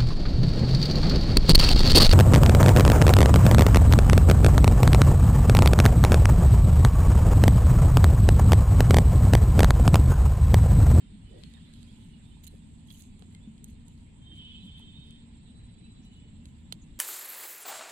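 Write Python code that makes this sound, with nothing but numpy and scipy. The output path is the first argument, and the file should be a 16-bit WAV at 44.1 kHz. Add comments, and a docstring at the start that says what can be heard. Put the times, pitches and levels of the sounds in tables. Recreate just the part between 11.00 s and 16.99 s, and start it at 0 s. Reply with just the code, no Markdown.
"""Hands work a hook out of a small fish at the weedy edge of a marsh: wet ticks, rustles, bumps and one sharp snap.
Ticks, knocks and squeaks are short rings, thuds are low damped rings, rubbing is flickering noise with tiny pops.
Behind lie a low noise rumble, a far motor of wavering tones, a pulsing band of insect noise and faint gliding chirps.
A thin whine of several pulsing tones, in a haze of noise, swells and fades in the distance."""
import sys
import numpy as np
from scipy import signal
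from scipy.io import wavfile

SR = 44100
rng = np.random.default_rng(int(sys.argv[2]) if len(sys.argv) > 2 else 0)


def store_pcm(level_fs):
    """Save levels as 16-bit WAV."""
    pcm = np.round(np.clip(level_fs, -1, 1) * 32767).astype(np.int16)
    wavfile.write(sys.argv[1], SR, np.atleast_2d(pcm).T)


N = 264159
TIME = np.arange(N) / SR  # seconds

# How strongly the leaves stir; the far bird chatter follows the same curve.
# Each row: time in seconds, level in dB.
STIR = [(0, -66.5), (.2, -70.5), (.45, -64), (1.35, -70.5), (1.65, -73), (3.15, -74.5), (3.5, -72),
        (4.35, -71), (4.75, -71), (6, -73.5)]


def from_db(db):
    """Turn decibels into a gain."""
    return 10 ** (np.asarray(db) / 20)


def rms_one(x):
    """Scale a signal to an average strength (rms) of 1."""
    return x / np.sqrt(np.mean(x ** 2) + 1e-20)


def in_time(rows):
    """Draw each column of a table as a curve with a value at every sample."""
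    seconds, *columns = np.transpose(rows)
    return [np.interp(TIME, seconds, column) for column in columns]


def at_hz(points, hz):
    """Read a value between the points of a spectrum, along a log-frequency axis."""
    point_hz, values = np.transpose(points)
    return np.interp(np.log(hz), np.log(point_hz), values)


def pan(db):
    """Left and right gains for a left-minus-right difference in dB, with a mean power of 1."""
    return rms_one(from_db(np.array([[db], [-db]]) / 2))


def drift(rate_hz):
    """Smooth random wandering of rms 1: noise through a double low-pass, made at every 40th sample."""
    step = 40
    r = np.exp(-2 * np.pi * rate_hz * step / SR)
    white = rng.standard_normal(N // step + 2002)
    slow = signal.lfilter([1], [1, -2 * r, r * r], white)[2000:]  # drop the filter's start-up
    return np.interp(np.arange(N) / step, np.arange(len(slow)), rms_one(slow))


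def ring(clicks, hz, t60):
    """A resonance: each unit click starts a sine of height 1 that fades by 60 dB in t60 seconds."""
    r = np.exp(-np.log(1000) / (t60 * SR))
    w = 2 * np.pi * hz / SR
    return signal.lfilter([0, np.sin(w)], [1, -2 * r * np.cos(w), r * r], clicks + 1e-18)


def struck_rings(rows):
    """Strike one resonance per row: start in seconds, level in dB, pitch in Hz, 60 dB fade in seconds."""
    return sum(from_db(db) * ring(signal.unit_impulse(N, int(start * SR)), hz, t60)
               for start, db, hz, t60 in rows)


def held(start, length, attack, release):
    """An envelope of height 1 that builds up, holds and lets go exponentially; all in seconds."""
    before = np.maximum(start - TIME, 0) / attack
    after = np.maximum(TIME - start - length, 0) / release
    return np.exp(-np.minimum(before + after, 20))


def narrow_noise(hz, width_hz):
    """Stereo noise of rms 1 around one pitch, which may move: slow noise rides on a spinning carrier."""
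    white = rng.standard_normal((2, N)) + 1j * rng.standard_normal((2, N))
    slow = signal.sosfilt(signal.butter(2, width_hz / 2, fs=SR, output="sos"), white)
    carrier = np.exp(2j * np.pi * np.cumsum(hz * np.ones(N)) / SR)
    return rms_one(np.real(slow * carrier))


def banded_noise(spectrum, patchy_db, count):
    """Stereo noise of rms 1 built from bands, each with its own level, flicker and left-right likeness."""
    # How alike the two ears' noise is. Each row: frequency in Hz, likeness from -1 to 1.
    likeness = [(60, 0.86), (130, 1), (290, 0.61), (640, -0.01), (1400, -0.091), (3100, 0.046),
                (7000, -0.3), (15000, 0.23)]
    edges = np.geomspace(spectrum[0][0], min(spectrum[-1][0], SR / 2 - 1), count + 1)
    white = rng.standard_normal((2, 2, N))
    out = 0
    for k, (low, high) in enumerate(zip(edges, edges[1:])):
        band = signal.butter(3, [low, high], "band", fs=SR, output="sos")
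        mid, side = signal.sosfilt(band, white[k % 2])  # neighbours use different noise
        hz = np.sqrt(low * high)
        alike = np.clip(at_hz(likeness, hz), -1, 1)
        stereo = np.sqrt(1 + alike) * mid + np.sqrt(1 - alike) * side * [[1], [-1]]
        out = out + from_db(at_hz(spectrum, hz) + patchy_db * drift(13.9)) * stereo
    return rms_one(out)


def field_echoes(x, t60, count=60):
    """Sparse, fading reflections from ground and plants, different in each ear."""
    out = np.zeros((2, N))
    for side in range(2):
        delays = rng.uniform(0.001434, .04, count)  # seconds
        for delay, size in zip(delays, rng.normal(0, 1, count)):
            lag = int(delay * SR) + 1
            fade = np.exp(-np.log(1000) * delay / t60)
            out[side, lag:] += size * fade * x[side, :-lag]
    return out / np.sqrt(count)


def distance():
    """Low noise rumbles, wavering sines make a far motor, and soft noise makes the hush of open air."""
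    # Spectrum of the rumble. Each row: frequency in Hz, relative level in dB per Hz.
    rumble_spectrum = [(13, -6), (22, 0), (59, 2.5), (125, -2.5), (146, 0.5), (221, -1.5), (241, -2),
                       (257, -16.5), (309, -12), (354, -21.5), (425, -20.5), (657, -36.5), (903, -34.5),
                       (1200, -62), (1560, -74), (2640, -120)]
    # Spectrum of the air. Each row: frequency in Hz, relative level in dB per Hz.
    air_spectrum = [(500, -5), (900, 4.5), (1300, -8), (1900, -1.5), (2800, 0.5), (3600, -6), (4600, -17.5),
                    (5600, -14), (7000, -16.5), (9000, -46), (12000, -47), (15000, -52)]
    # Tones of the far motor. Each row: middle pitch in Hz, middle rms level in dB.
    motor_tones = [(76, -61.5), (106, -64), (231, -64), (279, -68.5)]
    out = from_db(-49.5) * banded_noise(rumble_spectrum, patchy_db=2.5, count=18)
    out = out + from_db(-71) * banded_noise(air_spectrum, patchy_db=2, count=14)
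    for hz, db in motor_tones:
        loudness = from_db(db + 3.3 * drift(1.6)) * np.sqrt(2)
        phase = 2 * np.pi * np.cumsum(hz + 2.042 * drift(3.57)) / SR
        out = out + loudness * np.sin(phase)
    return out


def insects():
    """A chorus of noise bands, and one nearer insect rasping in slightly uneven pulses that slide in pitch."""
    # The nearest insect. Each row: time in seconds, middle pitch in Hz, level in dB, pulse depth from 0 to 1.
    rasp_curve = [(0, 8550, -76, 0.15), (1.6, 8250, -72.5, 0.18), (2.9, 8010, -76.5, 0.3),
                  (4.0, 8050, -77, .55), (4.6, 8250, -72, .8), (5.05, 7700, -74, .7), (6, 7790, -79, .3)]
    # Spectrum of the chorus. Each row: frequency in Hz, relative level in dB per Hz.
    chorus_spectrum = [(6200, -24), (7000, -10.5), (7400, 1.5), (7750, 3), (8200, -8), (8700, -7.5),
                       (9400, -43)]
    pulses_per_s, width_hz, swing_hz = 14, 500, 140
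    hz, level_db, depth = in_time(rasp_curve)
    turn = 2 * np.pi * np.cumsum(pulses_per_s * (1 + 0.076 * drift(4.7))) / SR
    pulses = rms_one(1 + depth * np.sin(turn))
    sliding_hz = hz - swing_hz * depth * np.cos(turn)
    near = from_db(level_db) * pulses * narrow_noise(sliding_hz, width_hz)
    chorus = from_db(-72.5) * banded_noise(chorus_spectrum, patchy_db=4, count=9)
    return near * pan(-9) + chorus * pan(-6)


def chatter(count=480):
    """Many tiny far chirps: short sines at random times, pitches and glides; rms 1 in all."""
    out = np.zeros(N)
    starts, lengths = rng.random(count), rng.uniform(0.02, 0.067, count)
    for when, length, (pitch, glide, loud) in zip(starts, lengths, rng.standard_normal((count, 3))):
        on = slice(int(when * N), int(when * N + length * SR))
        t = TIME[on] - TIME[on][0]
        hz = 3350 * 2 ** (.45 * np.tanh(pitch / 2)) + 4000 * glide * t
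        fade = np.sin(np.pi * t / length)
        out[on] += from_db(2 * loud) * fade * np.sin(2 * np.pi * np.cumsum(hz) / SR)
    return rms_one(out)


def whistle():
    """One soft, unsteady sine that arches shallowly in pitch and grows towards its end."""
    start_s, top_s, end_s = .32, .48, .59
    top_hz, bend_hz_per_s2 = 1965, 3500
    end_db, growth_db_per_s, flicker_db = -70, 22, 2
    t = np.clip(TIME, start_s, end_s)
    hz = top_hz - bend_hz_per_s2 * (t - top_s) ** 2 + 12 * drift(53)
    gate = np.clip(np.minimum(t - start_s, end_s - t) / 0.0089, 0, 1)
    level_db = end_db + growth_db_per_s * (t - end_s) + flicker_db * drift(27)
    return gate * from_db(level_db) * np.sin(2 * np.pi * np.cumsum(hz) / SR)


def birds():
    """The whistle, clear chirps of gliding sines and far chatter, smeared by echoes from the vegetation."""
    # Clear chirps. Each row: middle in seconds, length in seconds, middle pitch in Hz,
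    # glide in Hz per second, level in dB before the flicker.
    chirps = [(0.3, 0.12, 3010, 2000, -68), (0.465, 0.059, 4260, -5000, -66),
              (0.545, 0.03, 3660, 3000, -60.5), (0.575, 0.026, 1870, -1000, -64.5),
              (.66, .1, 3560, -500, -68), (.8, .09, 3800, -1500, -66), (.84, .05, 4550, 4000, -69),
              (1.27, .07, 3680, 3000, -67), (0.893, 0.04, 3260, 6000, -63), (1.135, 0.07, 2890, 500, -65),
              (1.325, .04, 3100, 8000, -65.5), (1.342, .03, 3570, 4000, -65),
              (2.352, 0.024, 2083, 8000, -61), (2.44, .08, 3490, 3000, -65.5),
              (3.52, .045, 3340, -2500, -55), (3.62, .045, 3930, 2500, -60), (4.86, .04, 2620, 2000, -65)]
    (stir_db,) = in_time(STIR)
    song = whistle() + from_db(stir_db - 6) * chatter()
    waver_hz, flicker_db = 45 * drift(60), 3 * drift(70)
    for middle, length, hz, glide, db in chirps:
        on = np.abs(TIME - middle) < length / 2
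        t = TIME[on] - middle
        fade = np.cos(np.pi * t / length)
        phase = 2 * np.pi * np.cumsum(hz + glide * t + waver_hz[on]) / SR
        song[on] += from_db(db + flicker_db[on]) * fade * np.sin(phase)
    heard = song * pan(-13)
    return heard + field_echoes(heard, t60=0.26)


def rubbing_db():
    """Level of the rubbing in dB: strokes build, hold and let go, their power added to a light grip."""
    # The light, shifting grip between strokes. Each row: time in seconds, level in dB.
    grip_curve = [(0, -88), (.4, -75.5), (2.7, -82.5), (4.15, -87), (4.35, -104), (5.0, -104), (5.6, -81)]
    # Strokes of the fingers over wet skin and line.
    # Each row: start in seconds, length in seconds, level in dB, attack in seconds.
    strokes = [(0.368, 0.16, -76, .013), (0.733, 0.34, -74, .013), (1.439, .011, -58, .005),
               (1.470, 0.011, -53, .0015), (1.5, .08, -72, .013), (1.868, .008, -67, .004),
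               (1.906, 0.115, -61.5, .016), (2.06, .015, -70, .008), (2.2, 0.12, -75, .013),
               (2.684, 0.023, -66.5, .01), (2.857, 0.16, -76.5, .013), (3.358, 0.014, -71, .013),
               (3.636, 0.03, -73, .013), (3.78, .014, -66, .009), (4.05, 0.067, -80, .013),
               (5.052, .02, -74, .013), (5.13, .04, -75, .013), (5.45, 0.035, -72.5, .013)]
    (grip_db,) = in_time(grip_curve)
    power = from_db(grip_db) ** 2
    for start, length, db, attack in strokes:
        power = power + (from_db(db) * held(start, length, attack, release=2 * attack)) ** 2
    return 10 * np.log10(power)


def rustles(rub_db):
    """Noise for stirring leaves, for fingers rubbing in tiny slips, and for scuffs, bumps and wet squeaks."""
    # Spectrum of the leaves. Each row: frequency in Hz, relative level in dB per Hz.
    leaf_spectrum = [(1200, -8), (2200, -3), (3000, 0), (3600, 1.5), (4400, -2.5), (5500, -16.5),
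                     (7000, -54), (12000, -45)]
    # Spectrum of rubbed skin. Each row: frequency in Hz, relative level in dB per Hz.
    skin_spectrum = [(1500, -10.5), (3000, 8.5), (4100, 12.5), (5600, -10), (6700, 9), (7700, 7),
                     (9000, 0.5), (10500, 9), (12500, -15), (15500, -33)]
    # Cloth scuffs, soft bumps, brushes and wet squeaks. Each row: middle in seconds, level at the middle in dB,
    # pitch in Hz, width in Hz, time from the middle to 1/e in seconds.
    scuffs = [(0.364, -54.5, 439, 255, 0.055), (0.57, -70, 950, 400, 0.027), (1.445, -59, 6900, 600, 0.012),
              (1.541, -57, 420, 200, .01), (1.951, -60.5, 3100, 300, .008), (1.986, -66, 6650, 600, 0.08),
              (5.04, -73, 6200, 2200, .022), (5.826, -61, 6850, 500, 0.013)]
    (stir_db,) = in_time(STIR)
    leaves = from_db(stir_db) * banded_noise(leaf_spectrum, patchy_db=2.5, count=14) * pan(-4.5)
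    slips = rms_one(from_db(4 * drift(220)))
    rub = from_db(rub_db) * slips * banded_noise(skin_spectrum, patchy_db=2.5, count=18) * pan(-5)
    out = leaves + rub
    for middle, db, hz, width_hz, length in scuffs:
        swell = np.exp(-((TIME - middle) / length) ** 2)
        out = out + from_db(db) * swell * narrow_noise(hz, width_hz)
    return out


def crackle(rub_db, count=16):
    """Wet skin parts in tiny pops of uneven size, each ringing briefly; a light rub's are weaker and duller."""
    hard_rub_db, pops_per_s, pop_spread_db = -62, 520, 5
    sizes = rng.choice([-1, 1], N) * from_db(pop_spread_db * np.minimum(rng.exponential(1, N), 3))
    pops = (rng.random(N) < pops_per_s / SR) * sizes
    home = rng.integers(0, count, N)  # the resonance each pop is centred on
    slack_db = np.maximum(hard_rub_db - rub_db, 0)  # how much lighter than a hard rub
    grains = 0
    for k, hz in enumerate(np.linspace(6700, 15000, count)):
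        # the top is lost across this range: 3 dB, and 1.4 dB more per dB of slack
        dull_db = np.interp(hz, (11300, 13600), [0, 1]) * (3 + 1.4 * slack_db)
        strikes = pops * (np.abs(home - k) < 5) * rng.normal(0, 1, N)
        grains = grains + from_db(-dull_db) * rms_one(ring(strikes, hz, t60=.004))
    level_db = rub_db - 1.5 - .35 * slack_db
    bright = from_db(level_db) * grains / np.sqrt(count) * pan(-31)
    return bright + from_db(-15) * field_echoes(bright, t60=0.047)


def ticks():
    """Hook and fingers strike a set of resonances: crisp ticks favour the high ones, heavy ones the body."""
    # Wet ticks and the snap. Each row: start in seconds, level in dB, treble in dB (added once above
    # 5500 Hz, twice above 12000 Hz), dull body in dB, left-minus-right pan in dB.
    tick_rows = [(0.436, -41, -13.5, -24, 35), (0.538, -50.5, -3, 0, -10), (0.7374, -50, -2, -10, 3),
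                 (0.83, -51, -1, -17, -8), (1.441, -54, -2, -18, -17), (1.4677, -52, 9.5, -20, -20),
                 (1.472, -60, 13, -20, -25), (2.022, -60, 0, -20, -18), (1.904, -44.5, -19, -28, -1),
                 (1.912, -67, -17, -28, -11), (2.194, -59, 4.5, -15, -15), (2.223, -48.5, -10, 12, -22),
                 (2.349, -49, -2.5, -5, 0), (2.58, -56, -4, -7, -1), (2.643, -54.5, 16, -15, -7.5),
                 (2.882, -59, 9.5, -17, 1.5), (4.108, -53, 0.5, -20, -8), (5.456, -47.5, -1.5, -22, -4),
                 (5.723, -39, -33, 5.5, -4), (5.7244, -26, -12, -2.5, -12), (5.7258, -49.5, 14.5, 15, -5.5)]
    # What a tick rings with. Each row: pitch in Hz, relative level in dB, 60 dB fade in seconds.
    tick_modes = [(2800, -7, 0.0073), (3135, -4, 0.016), (4070, 6.5, 0.0041), (5000, -38, 0.001),
                  (6590, -2, 0.011), (8100, 0, 0.0044), (9100, 0.5, 0.011), (11100, -7, 0.009),
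                  (12300, -24, 0.013), (14500, -25, 0.0085)]
    # Its dull body. Each row: pitch in Hz, relative level in dB, 60 dB fade in seconds.
    body_modes = [(450, -9.5, 0.019), (890, -13, 0.01), (1460, -11, 0.0023)]
    start, level_db, treble_db, body_db, pan_db = np.transpose(tick_rows)
    at = np.round(start * SR).astype(int)
    sides = np.hstack([pan(p) for p in pan_db])
    modes = [(mode, treble_db * np.digitize(mode[0], (5500, 12000))) for mode in tick_modes]
    modes += [(mode, body_db) for mode in body_modes]
    out = 0
    for k, ((hz, db, t60), colour_db) in enumerate(modes):
        uneven_db = rng.normal(0, .8, (len(at), 2)).T
        clicks = np.zeros((2, N))
        clicks[:, at] = sides * from_db(level_db + db + colour_db + uneven_db)
        out = out + (-1) ** k * ring(clicks, hz, t60)
    # the hands are nearer the right ear, so the left hears them 17 samples later
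    out[0] = np.roll(out[0], 17)
    return out + from_db(-9) * field_echoes(out, t60=.07)  # plants add a short tail


def knocks_and_squeaks():
    """Low knocks and short wet squeaks from the handling; each rings briefly at one pitch."""
    # Knocks and squeaks. Each row: start in seconds, level in dB before panning, pitch in Hz,
    # 60 dB fade in seconds.
    ring_rows = [(1.369, -54, 880, 0.018), (1.474, -48.5, 4100, 0.067), (1.885, -54.5, 3270, 0.088),
                 (1.907, -47, 3370, 0.033), (1.913, -45, 3335, 0.029), (2.2229, -48, 710, 0.016),
                 (3.317, -55, 1800, .008), (3.799, -52.5, 905, 0.019)]
    near = struck_rings(ring_rows) * pan(-14)
    return near + from_db(-7) * field_echoes(near, t60=.07)


def thuds():
    """Weight shifts on soft ground: low damped rings, with a low-pass that softens their onset."""
    # Thuds. Each row: start in seconds, level in dB before the low-pass, pitch in Hz, 60 dB fade in seconds.
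    thud_rows = [(2.474, -34, 220.5, 0.13), (3.985, -40.5, 143, 0.2)]
    return signal.sosfilt(signal.butter(2, 330, fs=SR, output="sos"), struck_rings(thud_rows))


def far_tone(hz, pan_db):
    """A tone that throbs, wavers and flutters in the moving air, reaching the ears slightly apart."""
    throb_per_s, throb_db, waver_hz = 15, 1.5, 9
    flutter_per_s, flutter_depth = 35, .3
    phase = 2 * np.pi * (np.cumsum(hz + waver_hz * drift(throb_per_s)) / SR + rng.random())
    tone = from_db(throb_db * drift(throb_per_s)) * np.exp(1j * phase)
    ears = []
    for lag in (0, 2.03):  # radians
        flutter = 1 + flutter_depth * (drift(flutter_per_s) + 1j * drift(flutter_per_s))
        ears.append(np.real(np.exp(1j * lag) * tone * flutter))
    return pan(pan_db) * rms_one(np.array(ears))


def whine():
    """A cluster of far, gently pulsing tones that hold and swell in turn, in a haze of noise."""
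    # The haze. Each row: start in seconds, length in seconds, level in dB before panning.
    haze_rows = [(3.36, .24, -64.5), (3.65, .42, -71)]
    # The tones. Each row: pitch in Hz, left-minus-right pan in dB.
    tones = [(2590, -5), (2993, -2), (3156, -3), (3461, -10), (3619, -10), (3736, -10), (3950, -3),
             (4315, -6)]
    # Held notes and the swells on them, the last ones thin and alone.
    # Each row: start in seconds, length in seconds, tone in Hz, relative level in dB.
    swells = [(3.245, .9, 3156, -64.5), (3.27, .91, 3461, -70), (3.26, .88, 3619, -70),
              (3.27, .93, 3736, -72), (3.335, .025, 3156, -55), (3.33, .52, 2993, -67),
              (3.4, .45, 3156, -61), (3.41, .15, 2993, -57), (3.42, .39, 3461, -66), (3.42, .19, 2590, -70),
              (3.42, .72, 2590, -75.5), (3.45, .7, 4315, -83), (3.92, .21, 2993, -72.5),
              (3.94, .08, 3619, -65), (3.95, .08, 3736, -63), (4.26, .11, 3736, -78),
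              (4.44, .68, 3950, -75), (4.59, .06, 3950, -70.5), (4.85, .11, 3950, -71.5),
              (5.06, .2, 2993, -71)]
    attack_s, release_s = .036, .055
    pulses_per_s, pulse_depth = 17, .4
    haze = sum(from_db(db) * held(start, length, attack_s, release_s) for start, length, db in haze_rows)
    out = haze * narrow_noise(3300, width_hz=1250) * pan(-8)
    for hz, pan_db in tones:
        power = sum((from_db(db) * held(start, length, attack_s, release_s)) ** 2
                    for start, length, tone_hz, db in swells if tone_hz == hz)
        turn = 2 * np.pi * np.cumsum(pulses_per_s * (1 + .25 * drift(2))) / SR
        pulses = 1 + pulse_depth * np.sin(turn)
        out = out + from_db(2) * np.sqrt(power) * pulses * far_tone(hz, pan_db)
    return out


def scene():
    """Add the far sounds and the near handling; rustles and crackle share one rubbing level."""
    rub_db = rubbing_db()
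    far = distance() + insects() + birds()
    near = rustles(rub_db) + crackle(rub_db) + ticks() + knocks_and_squeaks() + thuds()
    return far + near + whine()


def record(dry):
    """Cut everything above 15700 Hz steeply with a low-pass."""
    return signal.sosfilt(signal.ellip(10, .1, 80, 15700, fs=SR, output="sos"), dry)


dry = scene()
out = record(dry)
store_pcm(out)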